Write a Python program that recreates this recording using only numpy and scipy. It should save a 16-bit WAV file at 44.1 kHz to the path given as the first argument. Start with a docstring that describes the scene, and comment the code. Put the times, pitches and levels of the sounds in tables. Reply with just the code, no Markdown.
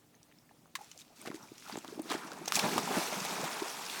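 """A quiet garden with distant rush, faint hum and whine, and small ticks; then something slaps an inflatable pool.
A dog scrambles up the wet wall: water spills over the ring, pads squeak, and the air ring thumps under its paws.
It leaps and lands with a splash; spray, falling clumps of water, glugs, bubbles and sloshing follow.
Noise is shaped into rush, slaps, spills and cracks; short gliding sines make thumps, squeaks, glugs and bubbles.
The hits scatter in a short echo, and the microphone thins the deep bass and stops at a treble limit."""
import sys
import numpy as np
from scipy import signal
from scipy.fft import rfft, irfft, next_fast_len
from scipy.io import wavfile
from scipy.ndimage import uniform_filter1d, map_coordinates

SR = 44100
rng = np.random.default_rng(int(sys.argv[2]) if len(sys.argv) > 2 else 0)


def digitize_waveform(pressure):
    """Quantize a signal to 16-bit integers and store it at the path in sys.argv[1].

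    Rows of a 2-D input are taken as channels; values are limited to [-1, 1].
    """
    field = np.atleast_2d(pressure).T
    bounded = np.clip(field, -1, 1)
    quanta = np.round(bounded * 32767).astype(np.int16)
    wavfile.write(sys.argv[1], SR, quanta)


N = 176400  # samples, 4 s


def amp(db):
    """dB to gain."""
    return 10 ** (np.asarray(db) / 20)


def unit(x):
    """Scaled to rms 1."""
    return x / np.sqrt(np.mean(x ** 2) + 1e-20)


def along(points, hz):
    """Values at hz, read between (frequency, value) points on a log axis."""
    f, v = np.transpose(points)
    return np.interp(np.log(hz + 1), np.log(f + 1), v)


def bell(centre_hz, width_oct, edge_db, floor_db):
    """A band that is edge_db down at width_oct octaves from its centre, never below floor_db."""
    return lambda f: np.maximum(-edge_db * (np.log2((f + 1) / centre_hz) / width_oct) ** 2, floor_db)


def wobble(rate):
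    """A smooth random curve, rate knots a second."""
    knots = rng.standard_normal(int(N * rate / SR) + 4)
    return map_coordinates(knots, [np.arange(N) * rate / SR])


def coloured(x, spectrum):
    """The last axis of x filtered to a spectrum in dB."""
    n = x.shape[-1]
    m = next_fast_len(n + 2048)  # padding keeps the filter from wrapping round
    gain = amp(spectrum(np.fft.rfftfreq(m, 1 / SR)))
    return irfft(rfft(x, m) * gain, m)[..., :n]


def rush(spectrum, patchy_db):
    """Noise of rms 1 with patches of random gain in time and frequency."""
    z = signal.stft(rng.standard_normal(N), nperseg=256)[2]
    field = uniform_filter1d(rng.standard_normal(z.shape), size=5, axis=0)
    field = uniform_filter1d(field, size=7, axis=1)
    x = signal.istft(z * amp(patchy_db * unit(field)), nperseg=256)[1][:N]
    return unit(coloured(x, lambda hz: along(spectrum, hz)))


def place(s, rows):
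    """Sum each row into the track from its start time."""
    at = np.round(np.asarray(s) * SR).astype(int)[:, None] + np.arange(rows.shape[1])
    return np.bincount(at.ravel(), rows.ravel(), N + rows.shape[1] + SR)[:N]


def blips(s, db, hz, cycles, rise, size, peak_at=0.28):
    """Bubble tones: a swell, a gliding pitch (by twice rise over the life), an end after some cycles."""
    t = np.arange(size) / SR
    life = (np.maximum(cycles, .5) / hz)[:, None]
    u = t / (peak_at * life)
    shape = (u * np.exp(1 - u)) ** 2.12
    tone = np.sin(2 * np.pi * hz[:, None] * t * (1 + rise * (t / life - .5)))
    return place(s, amp(db)[:, None] * shape * tone)


def swarm(spectrum, centre_hz, spread_oct, cycles, size_db, count, size):
    """Many random bubbles, together of rms 1, some larger than the rest."""
    hz = np.clip(centre_hz * 2 ** (spread_oct * rng.standard_normal(count)), 80, 16000)
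    larger_db = size_db * np.minimum(rng.exponential(size=count), 3)
    db = larger_db + along(spectrum, hz) + 20 * np.log10(hz / centre_hz)
    starts = rng.uniform(0, N / SR, count)
    return unit(blips(starts, db, hz, cycles * rng.uniform(0.37, 1.41, count), 0.16, size))


def bursts(table, grains_db, cycles, tones_db, spread_db, rise):
    """Swells of uneven grit with ten short tones scattered through each."""
    s, length, db, hz, spread = np.transpose(table)[..., None]
    t = np.arange(6000) / SR
    lumps = uniform_filter1d(rng.standard_normal((len(s), len(t))), size=60, axis=1)
    grains = rng.standard_normal(lumps.shape) * amp(grains_db * lumps / lumps.std())
    band = coloured(grains, bell(hz, spread, edge_db=3, floor_db=-50))
    stroke = np.sin(np.pi * np.clip(t / length, 0, 1))
    grit = place(s[:, 0], amp(db) * stroke * band / band.std(axis=1, keepdims=True))
    when = rng.uniform(size=(len(s), 10))  # share of the swell
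    pitch, loudness = np.moveaxis(rng.standard_normal((len(s), 10, 2)), 2, 0)
    level_db = db + tones_db + spread_db * loudness + 20 * np.log10(np.sin(np.pi * when))
    tone_hz = np.clip(hz * 2 ** (spread * pitch), 150, 12000)
    starts = s + length * when
    return grit + blips(starts.ravel(), level_db.ravel(), tone_hz.ravel(), cycles, rise, size=2500)


# Distant garden rush: (frequency [Hz], relative level [dB])
GARDEN_SPECTRUM = [(15, -53), (30, -1), (107, 2), (236, -3), (523, -8), (879, -11.5), (1610, -18),
                   (1890, -18), (7050, -21), (14000, -25), (15200, -24), (17400, -26)]
# Steady hum tones: (frequency [Hz], level [dB], 6 dB under the tone's peak)
HUM_TONES = [(161.5, -80.5), (242.2, -79.5), (301.5, -80.5)]
GARDEN_DB, HUM_WANDER = -64.5, .0015  # rush level; share of the hum pitch
WHINE_HZ, WHINE_WIDTH_HZ, WHINE_DB = 15030, 35, -85


def garden():
    """Distant outdoor rush of patchy noise, wandering hum sines and a faint narrow-band whine."""
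    hum = 0
    for hz, db in HUM_TONES:
        turns = hz / SR * np.cumsum(1 + HUM_WANDER * wobble(47))
        hum = hum + amp(db + 6.0) * np.sin(2 * np.pi * turns)
    whine_band = lambda f: np.maximum(-6 * ((f - WHINE_HZ) / WHINE_WIDTH_HZ) ** 2, -80)
    whine = unit(coloured(rng.standard_normal(N), whine_band))
    distant = amp(GARDEN_DB + 0.13 * wobble(5.9)) * rush(GARDEN_SPECTRUM, patchy_db=1.95)
    return distant + hum + amp(WHINE_DB) * whine


# Small ticks and drops: (time [s], level [dB], pitch [Hz], 60 dB decay [s], share of broad crack [0-1])
SMALL_TICKS = [(0.144, -49, 1930, 0.0085, 0.65), (0.151, -47.5, 6290, 0.01, 0.1),
               (0.214, -52, 805, 0.0089, 0.3), (0.23, -38, 5720, 0.0069, 0.45),
               (0.314, -49, 2050, 0.011, 0.6), (0.323, -45, 2450, 0.0087, 0.5),
               (0.386, -42.5, 5300, 0.0081, 0.25), (0.492, -47, 1750, 0.014, 0.4),
               (0.511, -47.5, 860, 0.019, 0.2), (0.657, -48.5, 925, 0.014, 0.8),
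               (0.915, -38, 3000, 0.014, 0.3), (0.976, -32.5, 6200, 0.0081, 0.47),
               (1.002, -41, 5980, 0.013, 0.6), (1.016, -37, 3730, 0.01, 0.1),
               (1.215, -31.5, 8700, 0.01, 0.43), (1.363, -53, 2030, 0.0091, 0.5),
               (1.427, -45, 1280, 0.012, 0.6), (1.485, -44, 2350, 0.015, 0.2),
               (1.598, -41, 6200, 0.009, 0.6), (1.605, -47, 4200, 0.011, 0.5),
               (1.686, -36, 5000, 0.0099, 0.6), (1.697, -28, 865, 0.0095, 0.44),
               (1.725, -29, 4820, 0.0084, 0), (1.846, -33, 880, 0.0091, 0.74),
               (1.879, -32.5, 3770, 0.0096, 0.3), (1.968, -42, 696, 0.017, 0.7),
               (2.018, -34, 9500, 0.015, 0.4), (2.182, -33, 1080, 0.008, 0.8),
               (2.419, -46, 1010, 0.01, 0.3), (3.827, -47, 820, 0.011, 0.3), (3.944, -34, 3470, 0.01, 0.3),
               (3.959, -28, 2730, 0.011, 0.6)]
TICK_OCT = 0.6  # octaves from the pitch to where the crack is 6 dB down


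def ticks():
    """Each tick is a very short decaying ring mixed with a crack of noise about its pitch."""
    s, db, hz, t60, crack = np.transpose(SMALL_TICKS)[..., None]
    t, crack = np.arange(1500) / SR, np.clip(crack, 0, 1)
    noise = coloured(rng.standard_normal((len(s), len(t))), bell(hz, TICK_OCT, edge_db=6, floor_db=-60))
    ring = (1 - crack) * np.sin(2 * np.pi * hz * t)
    both = ring + crack * noise / noise.std(axis=1, keepdims=True)
    onset = np.minimum(t / 0.0011, 1)
    return place(s[:, 0], both * onset * amp(db - 60 * t / np.maximum(t60, .002)))


ECHO_DB, ECHO_T60_S = -15, .07


def echo(x):
    """A short scatter off the pool wall and water: a decaying noise tail that starts after 3 ms."""
    t = np.arange(SR // 4) / SR
    tail = rng.standard_normal(len(t)) * amp(-60 * t / ECHO_T60_S) * (t > .003)
    return signal.fftconvolve(x, tail / np.linalg.norm(tail))[:N]


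# Water by phase (first slap, climb, balance, push-off, flight, landing, paddling):
# (time [s], spray and scuffing level [dB], burble level [dB], slosh level [dB])
WATER_LEVELS = [
    [(0.74, -88, -91, -74), (0.794, -60, -56, -80), (0.922, -63, -77, -93), (1.15, -69.5, -73, -77)],
    [(1.16, -60, -74, -80), (1.214, -56.5, -66, -54), (1.356, -60.5, -61.5, -55), (1.57, -60.5, -68, -73)],
    [(1.58, -58.5, -80, -72), (1.708, -50.5, -53, -59), (1.81, -58, -61.5, -65), (1.926, -55, -59.5, -52),
     (2.02, -64, -57, -59)],
    [(2.03, -55.5, -58.5, -50.5), (2.19, -48, -45, -49)],
    [(2.2, -53.5, -48.5, -54), (2.44, -56.5, -51, -50)],
    [(2.45, -53.5, -54, -48), (2.518, -47, -53, -55), (2.54, -38, -48, -48.5), (2.644, -39, -38, -39),
     (2.734, -38.5, -38, -39.5), (2.822, -42, -40, -41.5), (2.956, -38, -36, -40.5),
     (3.1, -39, -41.5, -46.5)],
    [(3.11, -41, -40.5, -51.5), (3.332, -41, -39.5, -45.5), (3.752, -44.5, -44.5, -57),
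     (4.0, -42.5, -47, -52)],
]
# Colours of the three water layers, each (frequency [Hz], relative level [dB])
SPRAY_SPECTRUM = [(710, -50), (1200, -5), (1900, -13), (2630, -5.5), (2970, -11.5), (3510, -6.5),
                  (3970, -9), (5680, -7), (16500, -20), (17400, -27)]
BURBLE_SPECTRUM = [(240, -38), (400, 3), (512, -6.5), (912, 3), (1040, -2.5), (1900, -6), (2400, -6.5),
                   (3120, -17), (5280, -120)]
SLOSH_SPECTRUM = [(15, -61), (35, -4), (97, -38), (149, -0.5), (194, 2.5), (348, 1), (430, -1.5),
                  (512, -11.5), (600, -1.5), (780, -11), (1320, -120)]
LEAP_ENDS_S = 2.45  # scuffing grit before, sparse droplets after
GRIT_DB, GRIT_OCT, GRIT_SIZE_DB = -7, 1.2, 8  # level against the spray track
DROPS_DB, DROPS_HZ, DROPS_OCT, DROPS_CYCLES, DROPS_SIZE_DB = -11, 2400, .8, 6, 4  # level likewise


def water():
    """Patchy rush and bubble swarms make spray, burble and slosh; grit on the wall, then droplets, join."""
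    s, *cols = np.concatenate(WATER_LEVELS).T
    t = np.arange(N) / SR
    spray_db, burble_db, slosh_db = [np.interp(t, s, c, left=-120) for c in cols]
    shared = 0.64 * wobble(34.67)  # dB, moves spray and burble together
    spray = 0.73 * rush(SPRAY_SPECTRUM, patchy_db=2.0)
    spray = spray + 0.37 * swarm(SPRAY_SPECTRUM, 4070, 0.845, 5.3, 4.2, count=7000, size=200)
    grit = swarm(SLAP_SPECTRUM, 3000, GRIT_OCT, 1.2, GRIT_SIZE_DB, count=1500, size=300)
    grit = amp(GRIT_DB) * (t < LEAP_ENDS_S) * grit
    drops = swarm(SPRAY_SPECTRUM, DROPS_HZ, DROPS_OCT, DROPS_CYCLES, DROPS_SIZE_DB, count=1600, size=500)
    drops = amp(DROPS_DB) * (t > LEAP_ENDS_S) * drops
    burble = 0.65 * rush(BURBLE_SPECTRUM, patchy_db=-1.0)
    burble = burble + 0.5 * swarm(BURBLE_SPECTRUM, 938, 0.557, 7.3, 1.6, count=1600, size=1200)
    slosh = 0.71 * rush(SLOSH_SPECTRUM, patchy_db=2.5)
    slosh = slosh + 0.42 * swarm(SLOSH_SPECTRUM, 264.0, 0.516, 5.4, 1.3, count=700, size=3000)
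    bright = amp(spray_db + shared + 0.49 * wobble(110)) * (spray + grit + drops)
    middle = amp(burble_db + shared + 0.68 * wobble(30.35)) * burble
    return bright + middle + amp(slosh_db + 1.7 * wobble(15)) * slosh


# Wet slaps: (time [s], level [dB], strongest band [Hz], rise [s], 60 dB decay [s],
# sharp front over the noise [dB]); the noise crests at an rms 9.5 dB under the level
WET_SLAPS = [(0.7531, -23, 1880, 0.0011, 0.047, -15), (0.843, -42, 6400, 0.0058, 0.015, 4.5),
             (0.915, -36.5, 6360, 0.001, 0.023, 10), (0.9887, -40.5, 7040, 0.003, 0.022, 4.5),
             (1.258, -35.5, 1210, 0.004, 0.028, -2), (1.2745, -33, 1840, 0.001, 0.019, -12),
             (1.2816, -40, 1590, 0.0026, 0.025, 0), (1.3009, -43, 1680, 0.0026, 0.024, 4.5),
             (1.3434, -35.5, 1820, 0.0036, 0.013, 1), (1.357, -42, 4900, 0.005, 0.028, -5),
             (1.5797, -37, 6040, 0.0032, 0.019, 4.5), (1.7701, -30, 7440, 0.0021, 0.01, 4),
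             (1.787, -33.5, 7700, 0.0014, 0.01, 8), (1.9943, -36, 1210, 0.004, 0.018, 3),
             (2.0993, -27, 4000, 0.0024, 0.058, 7), (2.1161, -23.5, 1670, 0.0017, 0.035, 2),
             (2.1296, -30, 1230, 0.0017, 0.095, 10), (2.15, -43, 1220, 0.0025, 0.025, 7),
             (2.317, -35, 4500, 0.002, 0.013, -2), (2.456, -28, 6500, 0.0055, 0.015, 0),
             (2.4786, -19, 5740, 0.0012, 0.013, -8), (2.4813, -18, 5650, 0.0015, 0.012, -8),
             (2.4856, -28, 1200, 0.004, 0.018, 1), (2.522, -17, 1700, 0.0005, 0.011, -12),
             (2.543, -24, 5500, 0.005, 0.04, -10), (2.5538, -17, 6700, 0.006, 0.024, -15),
             (2.5565, -17.5, 5260, 0.002, 0.019, -10), (2.5627, -18.5, 2410, 0.0023, 0.05, -5),
             (2.591, -16, 4550, 0.0037, 0.019, -13), (2.5955, -17, 2450, 0.001, 0.021, -11),
             (2.7799, -19.5, 1230, 0.0019, 0.039, 14), (2.94, -29, 1450, 0.0032, 0.028, -1),
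             (3.2025, -25, 5400, 0.0022, 0.015, -4), (3.248, -29.5, 2090, 0.0034, 0.028, -12),
             (3.44, -26.5, 1340, 0.0031, 0.058, 4.5), (3.6814, -30, 5200, 0.0024, 0.02, 6),
             (3.699, -31, 6270, 0.0027, 0.018, 2), (3.8632, -27, 5340, 0.0026, 0.015, 4.5),
             (3.897, -26.5, 3540, 0.0021, 0.022, 0)]
# Colour common to slaps and scuffing grit: (frequency [Hz], relative level [dB])
SLAP_SPECTRUM = [(350, -67), (600, -9), (942, -3.5), (1960, -7.5), (2560, -4.5), (3690, -5.5), (7370, -7),
                 (17400, -21.5)]
SLAP_PEAK_DB, SLAP_PEAK_OCT = 10.5, 0.19  # boost of each slap's strongest band
SLAP_LOW_HZ, SLAP_LOW_POWER = 1000, 18  # steep low cut


def slaps():
    """Bright noise that builds to a sharp front and dies, each with its own strongest band."""
    s, db, hz, rise, t60, spike_db = np.transpose(WET_SLAPS)[..., None]
    t, rise = np.arange(5000) / SR, np.clip(rise, .0003, .02)

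    def colour(f):
        boost = SLAP_PEAK_DB * np.exp(-.5 * (np.log2((f + 1) / hz) / SLAP_PEAK_OCT) ** 2)
        low_cut = 10 * np.log10(1 + (SLAP_LOW_HZ / (f + 1)) ** SLAP_LOW_POWER)
        return along(SLAP_SPECTRUM, f) + boost - low_cut

    noise = coloured(rng.standard_normal((len(s), len(t))), colour)
    decay = amp(-60 * np.maximum(t - rise, 0) / np.maximum(t60, .003))
    body = noise / noise.std(axis=1, keepdims=True) * np.minimum(t / rise, 1) ** 2 * decay
    spike = coloured(1. * (np.arange(len(t)) == np.round(rise * SR)), colour)
    front = amp(spike_db) * spike / spike.max(axis=1, keepdims=True)
    return place((s - rise / 2)[:, 0], (body - front) * amp(db - 9.5))


# Single bubbles: (time [s], peak level [dB], pitch [Hz], cycles [count], half the pitch climb [fraction])
SINGLE_BUBBLES = [(0.754, -35.5, 1090, 12, 0.03), (0.788, -47, 790, 8, 0.17), (0.808, -42, 820, 12, 0.03),
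                  (0.832, -52, 840, 9, 0.03), (1.253, -41.5, 714, 4.9, 0.13), (1.756, -30, 800, 2.5, 0.11),
                  (1.774, -31, 664, 1.4, 0.32), (1.845, -52, 855, 7, 0.21), (1.993, -31.5, 630, 2.6, 0.095),
                  (2.103, -31.5, 1120, 7.8, 0.21), (2.117, -26.5, 897, 6.5, 0.55),
                  (2.317, -38, 1360, 10.5, 0.23), (2.374, -40, 816, 10, 0.32), (2.477, -30, 730, 4.2, 0.25),
                  (2.521, -26, 1130, 6.1, 0.31), (2.571, -28, 763, 7.1, 0.17), (2.632, -36, 650, 4.7, 0.29),
                  (2.662, -26, 890, 6.3, 0.21), (2.683, -31, 930, 5.3, 0.25), (2.779, -20, 850, 4, 0.096),
                  (2.875, -29, 890, 8, 0.16), (2.91, -39, 780, 7.1, 0.12), (2.936, -36, 626, 6.7, 0.22),
                  (2.98, -25.5, 664, 5.5, 0.17), (3.013, -35, 764, 5.6, 0.12), (3.046, -51, 920, 5, 0.25),
                  (3.079, -42, 443, 12.5, 0.25), (3.124, -33.5, 600, 7.3, 0.16), (3.134, -36, 640, 4, 0.27),
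                  (3.204, -48, 1460, 8.1, 0.23), (3.251, -30, 850, 3.8, 0.2), (3.365, -32, 980, 3.4, 0.25),
                  (3.384, -35.5, 720, 8.1, 0.16), (3.431, -32.5, 497, 5.5, 0.32),
                  (3.44, -31.5, 740, 8.9, 0.33), (3.619, -35, 940, 7.5, 0.13), (3.744, -37, 840, 4.9, 0.23)]


def bubbles():
    """Each bubble rings briefly at its own pitch, climbing as it dies."""
    s, db, hz, cycles, rise = np.transpose(SINGLE_BUBBLES)
    return blips(s, db, hz, cycles, rise[:, None], size=4000)


# Hard single contacts of claws and water:
# (time [s], peak level [dB], centre [Hz], spread to 6 dB down [octaves])
HARD_CRACKS = [(0.7546, -24, 2220, 1), (1.2527, -42, 1300, 1.2), (1.259, -35, 4000, 1),
               (1.274, -29, 2500, 1.8), (1.2848, -38, 1400, 1.1), (1.342, -39, 2500, 1.8),
               (1.363, -38, 4000, 1.1), (1.475, -44, 2500, 1), (1.6245, -38, 1600, 1),
               (1.698, -34, 1500, 1.8), (1.7565, -28, 1290, 1.04), (1.7772, -32, 2000, 1.8),
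               (1.8474, -32, 2000, 1.7), (2.318, -31.5, 4850, 0.44), (2.386, -38, 8000, 0.45),
               (2.4777, -24, 1510, 1.8), (2.512, -30, 6000, 1.1), (2.5225, -9.5, 2300, 1.24),
               (2.556, -9.5, 6000, 0.69), (2.5943, -15.5, 3200, 1), (2.6655, -24, 1100, 1.2),
               (2.877, -37, 1500, 1.3), (3.2025, -27, 5360, 0.25)]


def cracks():
    """One downward spike each, coloured about its centre."""
    s, db, hz, spread = np.transpose(HARD_CRACKS)[..., None]
    lead = 300  # samples before the spike, room for its filtered front
    band = bell(hz, np.maximum(spread, .1), edge_db=6, floor_db=-60)
    spike = coloured(1. * (np.arange(2 * lead) == lead), band)
    return place(s[:, 0] - lead / SR, -amp(db) * spike / spike.max(axis=1, keepdims=True))


# Water spilling over the ring:
# (start [s], length [s], grit rms at the crest [dB], centre [Hz], spread [octaves])
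RING_SPILLS = [(0.761, .11, -68, 830, 0.13), (0.937, 0.04, -67.5, 600, 0.3),
               (0.977, 0.056, -56.5, 4640, 0.85), (1.091, 0.051, -66.5, 730, 0.34),
               (1.195, 0.049, -59, 3020, 1.18), (1.25, 0.047, -49.5, 1450, 0.94),
               (1.306, 0.026, -56.5, 1070, 0.71), (1.344, 0.037, -56.5, 4300, 0.91),
               (1.375, 0.11, -61, 1030, 0.39), (1.625, 0.066, -58, 1120, 0.52),
               (1.67, 0.12, -54, 2000, 1.02), (1.842, 0.017, -57.5, 1075, 0.33),
               (1.874, 0.046, -56, 1160, 0.31), (2.043, .05, -60, 910, 0.65), (2.079, 0.096, -39, 1520, 1),
               (2.203, 0.065, -50, 1360, 0.17), (2.261, 0.028, -52.5, 4740, 0.61)]


def spills():
    """Each spill is a swell of uneven grit with short tones in it."""
    return bursts(RING_SPILLS, grains_db=6.5, cycles=10.4, tones_db=3.5, spread_db=1.5, rise=0.025)


# Pads squeaking on the wet vinyl: (time [s], peak level [dB], pitch [Hz], cycles [count])
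PAD_SQUEAKS = [(1.205, -55, 2300, 28), (1.263, -44, 1070, 8.3), (1.266, -42.5, 2100, 15),
               (1.301, -44, 2100, 9), (1.316, -47, 1100, 7.7), (1.369, -53, 2100, 11),
               (1.378, -52, 950, 11), (1.398, -57, 1320, 15), (1.405, -55, 890, 16), (1.432, -53, 1340, 14),
               (1.45, -53, 1370, 15), (1.428, -46.5, 5750, 27), (1.663, -44, 1390, 11), (1.68, -46, 845, 7),
               (1.719, -43, 1150, 6.4), (1.727, -43, 1590, 6.5), (1.81, -51, 2820, 9),
               (1.853, -41.5, 1050, 4)]


def squeaks():
    """Short tones whose pitch sags as they go."""
    s, db, hz, cycles = np.transpose(PAD_SQUEAKS)
    return blips(s, db, hz, cycles, rise=-.05, size=4000)


# Paw thumps on the air ring: (time [s], peak level [dB], pitch [Hz], cycles [count])
RING_THUMPS = [(1.208, -63, 326, 2.9), (1.256, -44, 328, 2.1), (1.272, -32.5, 320, 1.8),
               (1.281, -33.5, 510, 2), (1.299, -32, 290, 2.8), (1.314, -44, 328, 2.5), (1.325, -45, 330, 4),
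               (1.341, -34, 310, 3.5), (1.351, -44, 325, 3.8), (1.431, -44, 213, 1.5),
               (1.515, -38.5, 326, 3.2), (1.722, -42.5, 234, 5.7), (1.737, -37, 290, 2.9),
               (1.754, -31.5, 332, 2.4), (1.773, -32.5, 296, 3.2), (1.845, -47, 273, 3.8),
               (1.882, -40, 298, 3.3), (1.921, -39.5, 394, 5.7), (1.952, -48, 220, 7.4),
               (1.974, -33, 313, 3.4), (1.993, -28.5, 301, 5.9), (2.054, -42, 314, 4.1),
               (2.103, -32, 307, 5.7), (2.118, -32, 419, 3.6), (2.147, -26.5, 320, 3.4)]
TONE_DELAY_S = .002  # thump and glug tones start this long after their listed times


def thumps():
    """The air ring rings low for a few cycles under each paw, its pitch climbing a little."""
    s, db, hz, cycles = np.transpose(RING_THUMPS)
    return blips(s + TONE_DELAY_S, db, hz, cycles, rise=0.048, size=4000)


# Big air pockets closing:
# (time [s], peak level [dB], pitch [Hz], cycles [count], half the pitch climb [fraction])
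AIR_GLUGS = [(2.245, -41, 260, 4.5, 0.22), (2.318, -40, 406, 5.3, 0.84), (2.359, -48, 223, 3.8, 0.4),
             (2.473, -36.5, 420, 4.4, 0.28), (2.561, -34, 184, 3.7, 0.6), (2.633, -30, 498, 3.1, 0.5),
             (2.634, -34, 170, 3.1, 0.13), (2.657, -32, 194, 3.7, 0.27), (2.709, -37, 232, 3.9, 0.31),
             (2.756, -29, 288, 3.9, 0.3), (2.785, -33, 203, 2.9, 0.36), (2.834, -38, 180, 4.6, 0.28),
             (2.904, -31, 414, 3.1, 0.39), (2.966, -27.5, 230, 6.2, 0.52), (2.977, -28.5, 240, 3.4, 0.23),
             (3.02, -46, 420, 1.9, 0.44), (3.163, -38.5, 184, 5.7, 0.17), (3.209, -39, 175, 6.1, 0.36),
             (3.428, -40, 160, 6.6, 0.18), (3.617, -27.5, 340, 5.1, 0.24)]


def glugs():
    """A large pocket of air closes with a low tone that climbs."""
    s, db, hz, cycles, rise = np.transpose(AIR_GLUGS)
    return blips(s + TONE_DELAY_S, db, hz, cycles, rise[:, None], size=4000)


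# Thrown water falling back in clumps:
# (start [s], length [s], noise rms at the crest [dB], centre [Hz], spread [octaves])
WATER_CLUMPS = [(2.49, 0.02, -45, 910, 0.78), (2.53, 0.057, -37.5, 4500, 1.23),
                (2.565, 0.048, -40, 800, 0.34), (2.625, 0.047, -33.5, 452, 1.09),
                (2.68, 0.028, -45, 930, 0.68), (2.745, 0.063, -41, 328, 1.1), (2.9, 0.026, -36, 614, 0.71),
                (2.93, 0.063, -41.5, 805, 0.91), (3.11, 0.042, -40, 1220, 1.29),
                (3.24, 0.024, -40.5, 1980, 1.54), (3.43, .07, -41.5, 1050, 0.66),
                (3.585, 0.029, -43.5, 2000, 1), (3.62, 0.083, -47.5, 705, 0.83),
                (3.69, 0.015, -44, 2970, 0.85), (3.92, 0.087, -46.5, 1510, 0.81)]


def clumps():
    """Each clump is a swell of uneven noise with short climbing bubble tones in it."""
    return bursts(WATER_CLUMPS, grains_db=2.5, cycles=4.9, tones_db=0.0, spread_db=0.0, rise=0.18)


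def scene():
    """Hits with their scatter, over the water and the garden."""
    noisy_hits = ticks() + slaps() + cracks() + spills() + clumps()
    hits = noisy_hits + bubbles() + squeaks() + thumps() + glugs()
    return (hits + amp(ECHO_DB) * echo(hits) + water() + garden())[None]


LOW_CUT_HZ, LOW_CUT_ORDER, TOP_HZ = 115, 3, 17450


def record(dry):
    """The microphone loses up to 12 dB of deep bass and drops 70 dB above the band limit."""
    bass_loss = lambda hz: 10 * np.log10(1 + (LOW_CUT_HZ / (hz + 1)) ** (2 * LOW_CUT_ORDER))
    return coloured(dry, lambda hz: np.maximum(-bass_loss(hz), -12) + np.where(hz < TOP_HZ, 0, -70))


dry = scene()
out = record(dry)
digitize_waveform(out)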